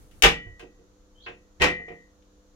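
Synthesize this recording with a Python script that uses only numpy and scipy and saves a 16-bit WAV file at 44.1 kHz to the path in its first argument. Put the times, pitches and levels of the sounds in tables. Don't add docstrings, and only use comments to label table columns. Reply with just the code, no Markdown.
import sys
import numpy as np
from scipy import signal
from scipy.fft import rfft, irfft
from scipy.io import wavfile
from scipy.ndimage import uniform_filter1d

SR = 44100
rng = np.random.default_rng(int(sys.argv[2]) if len(sys.argv) > 2 else 0)


def output_pcm(signal):
    pcm = np.clip(np.atleast_2d(signal).T, -1, 1) * 32767
    wavfile.write(sys.argv[1], SR, np.round(pcm).astype(np.int16))


N = 112454
TIME = np.arange(N) / SR
BANDS_HZ = 25 * 2 ** (np.arange(29) / 3)
TREBLE_HZ = 2410

# start in seconds, level in dB, extra thump of the
# stand in dB, extra low body in dB, treble slope in dB per octave, centre of the clang in Hz, extra block
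# tones in dB, extra housing ring in dB, extra sharp crack in dB.
CONTACTS = [(0.112, -53, 1.5, -10.5, 4, 2592, -1, -10.5, 4.5),
            (0.2228, -7, -1.5, -6.5, 1.5, 2850, -7, -1, 8.5),
            (0.235, 3, -1, -4.5, -2, 2753, -2, -1.5, -1.5), (0.245, -2, -2, 2.5, -5.5, 2690, -4, -1, -8.5),
            (0.46, -57.5, 43.5, 15, -17, 2970, 7.5, -11, -16),
            (0.595, -36.5, -10, 0, -1, 2550, 1.5, -17, 0), (0.62, -46.5, 13, 25, -24, 2670, -5.5, -11, -11),
            (0.789, -68, 5, 29.5, -18, 2600, 3.5, -17, -15),
            (1.263, -23.5, -13.5, -11, -18, 2800, -0.5, -11.5, 0),
            (1.285, -38, -1, 12.5, -7, 2810, -2, -12, -8), (1.5995, -23, 17, 7.5, -7, 2200, -5, 3.5, -6),
            (1.609, -15.5, 8, 8, -4, 2230, 2.5, -5, -13), (1.619, -3.5, -23, -0.5, -4, 2420, -0.5, 3.5, 0),
            (1.641, -7, -23, 4.5, -6, 2350, -5, -0.5, 4.5), (1.682, -23, -28, 8, -6.5, 2450, 3, 17, 7),
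            (1.792, -45, -5.5, 20, -31, 2400, -2.5, 19, -7), (1.88, -40.5, 6, 13.5, -8, 2400, 1.5, 23, -10),
            (1.902, -41.5, 11, 20, -24, 2380, -1, -5, -13), (2.223, -58, 2, -15, -5, 3350, -16, -15.5, 9)]


def from_db(db):
    return 10 ** (np.asarray(db) / 20)


def at_hz(points, hz):
    table_hz, values = np.transpose(points)
    return np.interp(np.log(hz), np.log(table_hz), values)


def in_time(rows):
    seconds, *columns = np.transpose(rows)
    return [np.interp(TIME, seconds, column) for column in columns]


def panned(db):
    gains = from_db([[db / 2], [-db / 2]])
    return gains / np.sqrt(np.mean(gains ** 2))


def noise_bands(ripple_db):
    # pitch in Hz, correlation (1 means the same).
    likeness = [(50, 0.83), (150, .92), (350, 0.91), (700, 0.0059), (1500, 0.0025), (12000, 0)]
    ripple_step_hz = 49.2
    size = N + SR // 4
    line_hz = np.arange(size // 2 + 1) * SR / size
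    ripple_points = rng.standard_normal(SR // 10)
    ripple = np.interp(line_hz / ripple_step_hz, np.arange(SR // 10), ripple_points)
    ripple_gain = from_db(ripple_db * ripple * line_hz / (line_hz + TREBLE_HZ))
    spectrum = rfft(rng.standard_normal((2, 2, size)))
    white = irfft(spectrum * ripple_gain, size)
    for k, hz in enumerate(BANDS_HZ):
        edges = hz * 2 ** (np.array([-1, 1]) / 6)
        band_filter = signal.butter(3, edges, "band", fs=SR, output="sos")
        pair = signal.sosfilt(band_filter, white[k % 2])[:, -N:]
        mid, side = pair / pair.std(axis=1, keepdims=True)
        alike = at_hz(likeness, hz)
        stereo = np.sqrt(1 + alike) * mid + np.sqrt(1 - alike) * side * [[1], [-1]]
        yield hz, stereo / np.sqrt(2)


def ringing(db, t60, build_s):
    kicks = np.zeros(N)
    kicks[(np.array(CONTACTS)[:, 0] * SR).astype(int)] = from_db(db) ** 2
    keep = np.exp(-np.log(1e6) / (t60 * SR))
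    fill = np.exp(-1 / (max(build_s, 1e-5) * SR))
    energy = signal.lfilter([1], [1, -keep], kicks + 1e-20)
    return np.sqrt(signal.lfilter([1 - fill], [1, -fill], energy))


def force_db(hz):
    thump_hz, body_hz = 108, 750
    level, thump, body, slope = np.transpose(CONTACTS)[1:5]
    in_thump = 1 / (1 + (hz / thump_hz) ** 6)
    in_body = 1 / (1 + (hz / body_hz) ** 4)
    treble = slope * max(np.log2(hz / TREBLE_HZ), 0)
    return level + thump * in_thump + body * (in_body - in_thump) + treble


def mains_hum():
    # pitch in Hz, peak level in dB.
    hum_tones = [(99, -70.5), (200, -67.5), (300, -65.5), (500, -66.5)]
    return sum(from_db(db) * np.sin(2 * np.pi * (hz * TIME + rng.random())) for hz, db in hum_tones)


def air_and_sleeve(bands):
    # pitch in Hz, level in dB per third octave.
    air_table = [(25, -68), (35, -67), (70, -70), (130, -90), (250, -78), (450, -73), (800, -78.5),
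                 (1300, -77.5), (2200, -86), (4500, -78), (5400, -83), (6500, -73.5), (8200, -92),
                 (12000, -88), (16000, -93)]
    # pitch in Hz, dB per third octave before the fading below.
    sleeve_table = [(30, -54.5), (150, -65), (500, -71.5), (1500, -74), (3000, -77), (6000, -75.5),
                    (10000, -68.5), (15000, -75)]
    # time in seconds, change in dB.
    sleeve_fade = [(0, -0.5), (.1, -7.5), (.2, -1.5), (.26, -24)]
    fade_db, = in_time(sleeve_fade)
    rub = from_db(fade_db)
    out = 0
    for hz, noise in bands:
        air = from_db(at_hz(air_table, hz))
        sleeve = rub * from_db(at_hz(sleeve_table, hz))
        out = out + noise * np.hypot(air, sleeve)
    return out


def friction(curve):
    hz, width_hz, db = in_time(curve)
    steps = np.cumsum(width_hz) / SR
    slips = rng.standard_normal((2, 2, N // 8))
    wobble = np.array([np.interp(steps, np.arange(len(a)), a + 1j * b) for a, b in slips])
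    sliding = (TIME > curve[0][0]) & (TIME < curve[-1][0])
    swell = from_db(db) * sliding
    for _ in range(2):
        swell = uniform_filter1d(swell, size=200)
    carrier = np.exp(2j * np.pi * np.cumsum(hz) / SR)
    return np.real(wobble * carrier) * swell


def seal_squeak():
    # time in seconds, pitch in Hz, width in Hz, relative level in dB.
    squeak_curve = [(1.14, 3020, 90, -79), (1.16, 3080, 110, -67.5), (1.19, 3180, 171, -58.5),
                    (1.255, 3280, 410, -57.5), (1.28, 3330, 400, -75.5)]
    scrape_curve = [(1.19, 3400, 302, -76), (1.215, 3620, 700, -58.5), (1.235, 4130, 1120, -55.5),
                    (1.26, 4190, 1110, -54.5), (1.31, 4270, 1000, -73.5)]
    return friction(squeak_curve) + friction(scrape_curve)


def metal_tones(mode_table, ring_db, lag_s, scatter):
    stage_ends = [.4, 1.5, 1.75]
    stage = np.searchsorted(stage_ends, np.array(CONTACTS)[:, 0])
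    heard_at = TIME - np.array([[0], [lag_s]])
    out = 0
    for hz, *stage_db, t60, pan_db in mode_table:
        side_shift = scatter * hz / (hz + 440) * rng.uniform(-1, 1, (2, 1))
        cycles = rng.random() + side_shift
        tone = np.sin(2 * np.pi * (hz * heard_at + cycles))
        build_s = min(0.0034 + 0.46 / hz, 0.017)
        swell = ringing(force_db(hz) + ring_db + np.array(stage_db)[stage], t60, build_s)
        out = out + tone * uniform_filter1d(swell, size=32) * panned(pan_db)
    return out


def block_ring():
    # pitch in Hz, dB in the first blow, dB in the light knocks, dB in the second blow,
    # dB in the clatter, time to fall 60 dB in seconds, left minus right in dB.
    block_modes = [(45.1, -23.5, -36, -45, -32, .085, -3), (70, -39, -39, -22, -36, 0.34, -3.5),
                   (101.2, -44, -20.5, -43.5, -26, 0.23, -6), (166.8, -26, -26.5, -27.5, -26, 0.4, -1),
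                   (324.4, -23.5, -21.5, -37, -28.5, 0.16, -3.5),
                   (367, -25.5, -17.5, -22.5, -26.5, .27, -2.5), (464, -18, -15, -42.5, -15.5, .27, -6.5),
                   (497, -30.5, -26.5, -20.5, -26, .3, -3), (600, -25, -22, -29, -47, .27, -2),
                   (708, -32, -17, -28, -13, 0.2397, -4), (798, -18, -42, -38, -45, .18, 1.5),
                   (1057, -35.5, -22.5, -22.5, -33, .18, -3), (1206.5, -19.5, -25, -33.5, -20.5, 0.18, -6),
                   (1480, -33, -19.5, -42, -43, .18, -3), (1540, -21, -19.5, -23.5, -38, .18, -4),
                   (1625, -35.5, -16, -26.5, -27, .18, -3), (1791, -23, -28.5, -39, -34, 0.14, -2),
                   (1902, -19.5, -23, -13.5, -16, .2, -1.5), (2085, -20, -21, -22, -27, .15, 2.5),
                   (2160, -34, -50, -22, -9.5, .17, 3), (2400, -28.5, -40, -22, -10.5, .17, 4.5),
                   (2530, -27, -18, -22, -23, .15, 3.5), (2552, -29.5, -20, -20.5, -23.5, .27, 2.5),
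                   (2595, -23, -13, -21, -18, .25, 3), (2703, -17, -16.5, -29, -36, .16, 4),
                   (2715, -17, -21, -37, -38, 0.18, 3), (2861, -14.5, -27, -35, -34, .17, 7),
                   (2955, -16, -17, -26, -25, .14, 3), (3095, -30.5, -19, -23.5, -20, .18, 4.5),
                   (3175, -28, -29, -24, -25, .21, 2.5), (3292, -18, -28, -38, -32, .14, 5),
                   (3600, -40, -37, -40, -42, .27, -3.5)]
    block_db = np.transpose(CONTACTS)[6]
    return metal_tones(block_modes, block_db, lag_s=0.0001, scatter=0.42)


def housing_ring():
    # pitch in Hz, dB in the first blow, dB in the light knocks, dB in the second blow,
    # dB in the clatter, time to fall 60 dB in seconds, left minus right in dB.
    housing_modes = [(1873, -35, -27, -26.5, -32, .6, 7), (1933, -28.5, -24, -27.5, -39, .66, -2),
                     (2036, -37, -31, -26, -32, .54, 6.5), (2182, -25, -42, -39, -37, .28, -.5),
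                     (2357, -24, -30, -26, -39, .3, 10), (2912, -24.5, -46, -41, -48, .28, 5),
                     (2983, -25.5, -37, -36.5, -41, .36, 11), (3381, -29.5, -43, -49, -52, .28, 4)]
    grip_at_s, grip_db_per_s = 2.04, 107
    housing_db = np.transpose(CONTACTS)[7]
    grip = from_db(-grip_db_per_s * np.maximum(TIME - grip_at_s, 0))
    return grip * metal_tones(housing_modes, housing_db, lag_s=0.00014, scatter=0.053)


def knocks(bands):
    # pitch in Hz, relative dB per third octave.
    block_colour = [(25, -44.5), (45, -31), (75, -38), (115, -50), (165, -42), (220, -40.5), (370, -26.5),
                    (620, -26), (800, -23), (1000, -24.5), (1600, -23.5), (2200, -23.5), (3000, -22.5),
                    (4000, -23), (6500, -24.5), (9000, -32), (15000, -36)]
    # pitch in Hz, time to fall 60 dB in seconds.
    block_t60 = [(50, .33), (170, 0.51), (400, 0.2), (1000, 0.19), (2800, 0.21), (6000, .195),
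                 (13000, 0.16)]
    # pitch in Hz, time in seconds.
    room_fill = [(50, 0.01197), (170, 0.01), (450, 0.0056), (1300, .008), (3000, .005), (10000, .004)]
    # pitch in Hz, dB.
    crack_colour = [(60, -24.5), (400, -11.5), (1300, -5), (3000, 1), (9000, 2.5)]
    # pitch in Hz, dB.
    tail_colour = [(60, -26), (400, -22), (1200, -32.5), (3000, -43.5), (8000, -64)]
    # pitch in Hz, left minus right in dB.
    balance = [(60, -3.5), (380, -4), (700, -0.5), (1300, -7), (2400, 4.5), (4400, 2), (8000, 1.5),
               (15000, 0)]
    crack_t60_s, tail_t60_s = 0.03, 0.46
    crack_pan_db = 6.5
    clang_db, clang_octaves = 7, 0.18
    clang_hz, crack_db = np.transpose(CONTACTS)[[5, 8]]
    out = 0
    for hz, noise in bands:
        octaves_off = np.log2(hz / clang_hz)
        clang = clang_db * np.exp(-.5 * (octaves_off / clang_octaves) ** 2)
        db = force_db(hz) + at_hz(block_colour, hz) + clang
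        fill_s = at_hz(room_fill, hz)
        crack = ringing(db + crack_db + at_hz(crack_colour, hz), crack_t60_s, 0) * panned(crack_pan_db)
        dense = ringing(db, at_hz(block_t60, hz), fill_s)
        tail = ringing(db + at_hz(tail_colour, hz), tail_t60_s, fill_s)
        swell = np.sqrt(crack ** 2 + dense ** 2 + tail ** 2)
        cycle = int(SR / max(hz, 500))
        for _ in range(2):
            swell = uniform_filter1d(swell, cycle)
        out = out + noise * swell * panned(at_hz(balance, hz))
    return out


def scene():
    background = air_and_sleeve(noise_bands(ripple_db=0)) + mains_hum()
    metal = block_ring() + housing_ring()
    return background + seal_squeak() + metal + knocks(noise_bands(ripple_db=5))


def record(dry):
    clip_top, cutoff_hz = 1.3, 16900
    rounded = clip_top * np.tanh(dry / clip_top)
    top_cut = signal.cheby2(20, 95, cutoff_hz, fs=SR, output="sos")
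    return signal.sosfilt(top_cut, rounded)


dry = scene()
out = record(dry)
output_pcm(out)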